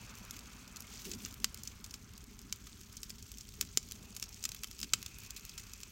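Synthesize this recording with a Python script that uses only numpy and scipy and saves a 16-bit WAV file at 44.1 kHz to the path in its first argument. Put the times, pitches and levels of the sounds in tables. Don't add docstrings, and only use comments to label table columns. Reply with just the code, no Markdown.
import sys
import numpy as np
from scipy import signal
from scipy.fft import rfft, irfft, next_fast_len
from scipy.io import wavfile
from scipy.ndimage import uniform_filter1d

SR = 44100
rng = np.random.default_rng(int(sys.argv[2]) if len(sys.argv) > 2 else 0)


def transcribe(u):
    v = np.clip(np.atleast_2d(u).T, -1, 1)
    q = np.round(v * 32767).astype(np.int16)
    wavfile.write(sys.argv[1], SR, q)


N = 260631
TIME = np.arange(N) / SR

# start in seconds, level in dB, decay in milliseconds,
# hollowness (extra middle tones) in dB, airiness (extra top treble) in dB, ringing pitch in Hz.
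CLEAR_SNAPS = [(0.309, -43, 1.4, -5, 5.5, 6600), (0.391, -49.5, 2.3, -6, 3, 8500),
               (0.7604, -48.5, 1.9, -8, -2, 6530), (0.7677, -46.5, 3.2, -10, 2, 4180),
               (0.805, -45.6, 1.5, -14, 12, 5770), (1.0517, -44, 8.8, 1.5, 6, 2760),
               (1.115, -41.5, 3.1, -5.5, -1, 6500), (1.135, -44.5, 3, -5, -14, 4930),
               (1.2496, -40.5, 1.2, -13, -13, 6050), (1.2583, -45.5, 4.7, 8, 8, 2780),
               (1.3412, -49.5, 2, -2, 11, 3430), (1.444, -27.5, 1.17, 1.5, 1, 4900),
               (1.5444, -44.5, 1.2, -11, 8, 4320), (1.635, -45, 1, -25, 6, 6740),
               (1.6743, -41, 2.1, -16, -2, 6160), (1.8424, -46, 2.9, -9, 1, 8660),
               (1.9088, -49, 2.5, -9, 0, 5360), (1.94, -43.5, 3.5, -1.5, 1, 5360),
               (2.5255, -35, 1.7, -5, -1, 6100), (2.669, -51, 4.1, 8, 5, 6750),
               (2.968, -46, 3.3, -19, 0, 6240), (3.0317, -42, 1.6, -6, 2, 5270),
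               (3.0957, -48, 4.1, -2, 11, 5250), (3.1039, -45, 0.96, -3.5, -6, 5100),
               (3.2261, -51, 1.2, -13, 3, 6630), (3.3169, -48, 2.4, -6, 6, 7600),
               (3.384, -48.5, 1.6, -22, 3, 6350), (3.4096, -49, 1.6, -12, 0, 4950),
               (3.611, -29.5, 1.8, -3, 6, 7500), (3.6255, -48, 3.2, 9, 1, 6310),
               (3.7735, -25, 0.42, -7, -2, 7060), (3.9114, -46.5, 1.7, -5, 0, 6170),
               (3.9207, -42.5, 0.9, -6, 6, 3440), (4.165, -42, 4.8, -5, 5, 7100),
               (4.1983, -46.5, 0.7, -6, 7, 6310), (4.2258, -37.5, 1.9, -1, -1, 5550),
               (4.239, -47, 1.7, -3, 3, 5440), (4.344, -51, 1, -26, 2, 6400),
               (4.4264, -48, 3.8, -19, 0, 6700), (4.4395, -38, 1.7, -8, 1, 7800),
               (4.4524, -33, 2.7, -3.5, 1, 7400), (4.4908, -43, 1.8, -4, 4, 5800),
               (4.518, -43.5, 1.8, -1, 2, 4030), (4.547, -45.5, 1.4, 3, 12, 2870),
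               (4.6347, -40, 1.7, -0.5, 6, 2380), (4.6433, -41, 1.2, 2, 4.5, 3300),
               (4.712, -48, 1.7, -1, 6, 5990), (4.791, -47.5, 1.5, -4, 4, 5230),
               (4.8017, -46, 1.5, -7, 7, 2610), (4.8144, -43, 1.3, -10, 1, 5140),
               (4.8296, -37, 3.3, 0.5, -1, 4900), (4.8424, -47, 3.3, 0, -2, 2920),
               (4.935, -24, 2.9, 1, -2, 7600), (5.0277, -44.5, 1.6, -1, 5, 2330),
               (5.062, -42, 1.5, -4.5, 0, 3470), (5.1853, -49, 2, 0, 13, 8400),
               (5.2348, -52.5, 2.8, 2, 11, 4500), (5.3062, -43, 1.5, -10, 4, 7210),
               (5.3635, -43.5, 11, -3, 5, 4030), (5.451, -47.5, 1.4, 0, 12, 6680),
               (5.494, -47, 3.5, -15, 0, 5000), (5.578, -42.5, 6.3, -2, 0, 7360),
               (5.7346, -46, 1.8, -17, 3, 7300), (5.8328, -45, 1.8, -4, -2.5, 7540)]
# time in seconds, level in dB.
EMBER_LEVELS = [(0, -60.5), (0.55, -62.5), (1.5, -63.5), (2.3, -66.5), (2.9, -61.5), (4.8, -61.5),
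                (5.91, -61)]
# start in seconds, length in seconds, level in dB.
SAP_JETS = [(0.875, 0.4, -57.5), (1.65, 0.078, -60), (4.94, 0.048, -58), (5.21, 0.05, -60)]
# time in seconds, level in dB.
DRAUGHT_LEVELS = [(0, -55.5), (0.7, -59.5), (1.4, -54.5), (2.0, -58.5), (2.75, -57), (4.1, -56),
                  (5.91, -58.5)]
# start in seconds, length in seconds, flutter in dB, flare in dB.
FLAME_SURGES = [(1.03, 0.093, -55, -51.5), (1.1, 0.17, -53.5, -69), (1.38, 0.092, -57.5, -67),
                (2.29, 0.031, -56, -68.5), (2.43, 0.045, -55.5, -71), (3.1, 0.032, -57, -79),
                (3.57, 0.072, -56.5, -62), (3.84, 0.28, -61.5, -73), (4.8, 0.05, -53.5, -66),
                (4.94, 0.044, -55, -70)]
# time in seconds, then the levels of steam, broth
# and whistle in dB, before pots() adds its own gain to each.
BOIL_LEVELS = [(0, -62.5, -65.5, -64), (0.35, -64, -69.5, -66), (1.1, -66, -70, -71),
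               (2.0, -68.5, -76, -79), (2.7, -71, -80, -80), (3.8, -74.5, -78, -88),
               (4.03, -73, -70, -69.5), (4.8, -74, -76, -72), (5.15, -67, -75, -63.5),
               (5.91, -70, -81, -69)]
# pitch in Hz, width in Hz, relative level in dB.
STEAM_HOLLOWS = [(1020, 170, -7.5), (1322, 310, 1), (1630, 330, -5.5), (2214, 260, -1.5), (3340, 1200, -5)]

# frequency in Hz, relative level in dB.
SNAP_TONE = [(40, -27), (200, -13.5), (400, -12.5), (580, -19), (800, -22.5), (1250, -4.5), (1800, -9),
             (2500, -2), (3600, -3), (5200, 1.5), (7300, 1), (8600, -7), (10500, -13.5), (13500, -9.5),
             (16000, -12.5)]
TICK_TONE = [(300, -27), (1500, -12), (3000, -3), (6500, 2.5), (8600, -1.5), (10500, -12), (13500, -5.5),
             (16000, -15)]
SIZZLE_TONE = [(300, -44.5), (900, -25.5), (2000, -6), (3200, -1), (3800, -5), (4500, -1), (5200, -2),
               (6300, 2.5), (7800, -6), (9300, -25), (10800, -13), (13600, -11), (16000, -8)]
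RUMBLE_TONE = [(12, -42), (22, -10.5), (38, -3), (52, 3.5), (75, -3.5), (103, -2.5), (150, -10.5),
               (260, -45.5)]
FLUTTER_TONE = [(90, -25.5), (150, -13), (185, -0.5), (210, -2), (236, -1), (270, -8), (320, -12),
                (450, -43.5)]
FLARE_TONE = [(230, -13), (315, -13.5), (360, -5.5), (408, 1), (445, -10), (510, -18.5), (800, -30.5)]
BROTH_TONE = [(150, -20), (450, 0.5), (700, -0.5), (1100, 0.5), (2000, -12.5), (5000, -26)]
AIR_TONE = [(30, 15.0), (150, -11), (500, -1.5), (1200, -15), (4000, -41.5), (9000, -21), (15000, -13)]


def snaps(rise_ms=0.14, smooth_hz=1100, ring_db=6, ring_width_hz=450, size=2048):
    hz = np.fft.rfftfreq(size, 1 / SR)
    ms = np.arange(size) / SR * 1e3
    lead = size // 32
    out = np.zeros(N)
    for start, db, decay_ms, hollow, air, pitch in faint_snaps() + CLEAR_SNAPS:
        burst = rng.standard_normal(size) * (1 - np.exp(-(ms / rise_ms) ** 2)) * np.exp(-ms / decay_ms)
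        spectrum = rfft(np.roll(burst, lead))
        spectrum /= np.sqrt(uniform_filter1d(abs(spectrum) ** 2, int(smooth_hz / hz[1])) + 1e-12)
        thud = hollow + 6.5 - 5 * np.log2(decay_ms) - 0.93 * air
        body = 0.5 + 0.45 * hollow
        tilt = tone_db([(750, thud), (1100, hollow), (1800, hollow), (2500, body), (3800, body),
                        (5000, 0), (8000, 0), (10500, air)], hz)
        ring = ring_db / (1 + (2 * (hz - pitch) / ring_width_hz) ** 2)
        crack = irfft(spectrum * causal_filter(tone_db(SNAP_TONE, hz) + tilt + ring))
        crack *= np.sqrt(SR / 100 / np.sum(crack ** 2))
        add(out, start - lead / SR, amp(db) * crack)
    return out


def faint_snaps(count=80, per_second=8.3, db=-54.5, decay_ms=1.46):
    starts = (np.arange(count) + rng.uniform(0, 2, count)) / per_second
    pitches = rng.uniform(2600, 8900, count)
    chances = rng.standard_normal((count, 4))
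    return [(start, db + 1.6 * loud, decay_ms * 2 ** (slow / 2), -6 + 2 * hollow, 6 + 2 * air, pitch)
            for start, pitch, (loud, slow, hollow, air) in zip(starts, pitches, chances)]


def embers(gain_db=-1, ticks_per_second=400, spread_db=4.5, decay_s=0.0015, pores=14):
    ticks = np.zeros(N)
    for hz in np.linspace(3200, 15000, pores):
        sizes = amp(spread_db * np.minimum(rng.exponential(1, N), 3))
        spits = sizes * (rng.random(N) < ticks_per_second / pores / SR)
        fading_power = signal.lfilter([1], [1, -np.exp(-2 / (decay_s * SR))], spits ** 2 + 1e-12)
        bursts = np.sqrt(fading_power) * rng.standard_normal(N)
        ticks += unit(resonate(bursts, hz, width_hz=0.26 * hz))
    return amp(gain_db) * sap_flow() * coloured(ticks, TICK_TONE)


def sizzle(patchy_db=3.0):
    hiss = coloured(rng.standard_normal(N), SIZZLE_TONE)
    return sap_flow() * hiss * amp(patchy_db * waver(69))


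def sap_flow():
    jets = swells(SAP_JETS, column=2, rise_s=0.0083, fade_s=0.045)
    return np.hypot(level(EMBER_LEVELS, column=1), jets)


def flames(flutter_db=-60, flare_db=-71, sway_db=1.0):
    surge = swells(FLAME_SURGES, column=2, rise_s=0.025, fade_s=0.025)
    flash = swells(FLAME_SURGES, column=3, rise_s=0.025, fade_s=0.025)
    draught = level(DRAUGHT_LEVELS, column=1) * amp(sway_db * waver(4))
    rumble = np.hypot(draught, amp(-10) * surge)
    flutter = np.hypot(amp(flutter_db - 1.04 * TIME), surge)
    flare = np.hypot(amp(flare_db + 0.04 * TIME), flash)
    return (rumble * burning(RUMBLE_TONE, steady_s=0.12, lick_db=2.5)
            + flutter * burning(FLUTTER_TONE, steady_s=0.13, lick_db=3.5)
            + flare * burning(FLARE_TONE, steady_s=0.11, lick_db=3.0))


def burning(tone, steady_s, lick_db):
    roar = coloured(rng.standard_normal(N) * amp(lick_db * waver(59)), tone)
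    average_power = abs(uniform_filter1d(roar ** 2, int(steady_s * SR)))
    return roar / np.sqrt(average_power + 1e-6)


def pots(steam_db=2.0, broth_db=1, whistle_db=-0.5, seethe_db=2.5, whistle_hz=2556):
    steam = sum(amp(db + seethe_db * waver(23)) * unit(resonate(rng.standard_normal(N), hz, width))
                for hz, width, db in STEAM_HOLLOWS)
    broth = coloured(rng.standard_normal(N) * amp(seethe_db * waver(60)), BROTH_TONE)
    breath = resonate(rng.standard_normal(N), whistle_hz, width_hz=360)
    whistle = resonate(breath, whistle_hz, width_hz=360)
    return (amp(steam_db) * level(BOIL_LEVELS, column=1) * unit(steam)
            + amp(broth_db) * level(BOIL_LEVELS, column=2) * broth
            + amp(whistle_db) * level(BOIL_LEVELS, column=3) * unit(whistle))


def stall_echoes(sound, delay_s=0.0024):
    t = TIME[:SR // 3]
    echoes = np.zeros(len(t))
    for db, fade_s in [(-12, 0.028), (-21, 0.16)]:
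        tail = rng.standard_normal(len(t)) * (t > delay_s) * amp(-60 * t / fade_s)
        echoes += amp(db) * tail / np.linalg.norm(tail)
    echoes = signal.lfilter(*signal.butter(1, [900, 12000], "bandpass", fs=SR), echoes)
    return sound + signal.oaconvolve(sound, echoes)[:N]


def moving_air(db=-80):
    return amp(db) * coloured(rng.standard_normal(N), AIR_TONE) * np.array([[1], [-1]])


def amp(db):
    return 10 ** (np.asarray(db) / 20)


def unit(sound):
    return sound / np.sqrt(np.mean(sound ** 2) + 1e-20)


def add(mix, start_s, sound):
    part = mix[max(round(start_s * SR), 0):][:len(sound)]
    part += sound[:len(part)]


def level(table, column):
    columns = np.transpose(table)
    return amp(np.interp(TIME, columns[0], columns[column]))


def swells(table, column, rise_s, fade_s):
    power = np.zeros(N)
    for row in table:
        age = TIME - row[0]
        rise = np.clip(age / rise_s, 0, 1)
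        fade = np.exp(-np.clip((age - row[1]) / fade_s, 0, 20))
        power += (amp(row[column]) * rise * fade) ** 2
    return np.sqrt(power)


def waver(rate_hz):
    size = next_fast_len(N)
    hz = np.fft.rfftfreq(size, 1 / SR)
    spectrum = rfft(rng.standard_normal(N), size) * np.exp(-(hz / rate_hz) ** 2)
    return unit(irfft(spectrum, size)[:N])


def resonate(sound, hz, width_hz):
    return signal.lfilter(*signal.iirpeak(hz, hz / width_hz, fs=SR), sound)


def tone_db(tone, hz):
    points_hz, db = np.transpose(tone)
    return np.interp(np.log(hz + 1), np.log(points_hz + 1), db)


def causal_filter(db):
    log_gain = np.log(amp(np.concatenate([db, db[-2:0:-1]])))
    return np.exp(np.conj(signal.hilbert(log_gain)))[:len(db)]


def coloured(sound, tone, size=8192):
    hz = np.fft.rfftfreq(size, 1 / SR)
    ring = irfft(causal_filter(tone_db(tone, hz)))
    return unit(signal.oaconvolve(sound, ring[:size // 2])[:N])


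def scene():
    crackle = stall_echoes(snaps() + embers())
    return crackle + sizzle() + pots() + flames() + moving_air()


def record(dry):
    cutoff_hz = 16050
    lowpass = signal.firwin(301, cutoff_hz, window=("kaiser", 8), fs=SR)
    return signal.oaconvolve(dry, lowpass[None], "same")


dry = scene()
out = record(dry)
transcribe(out)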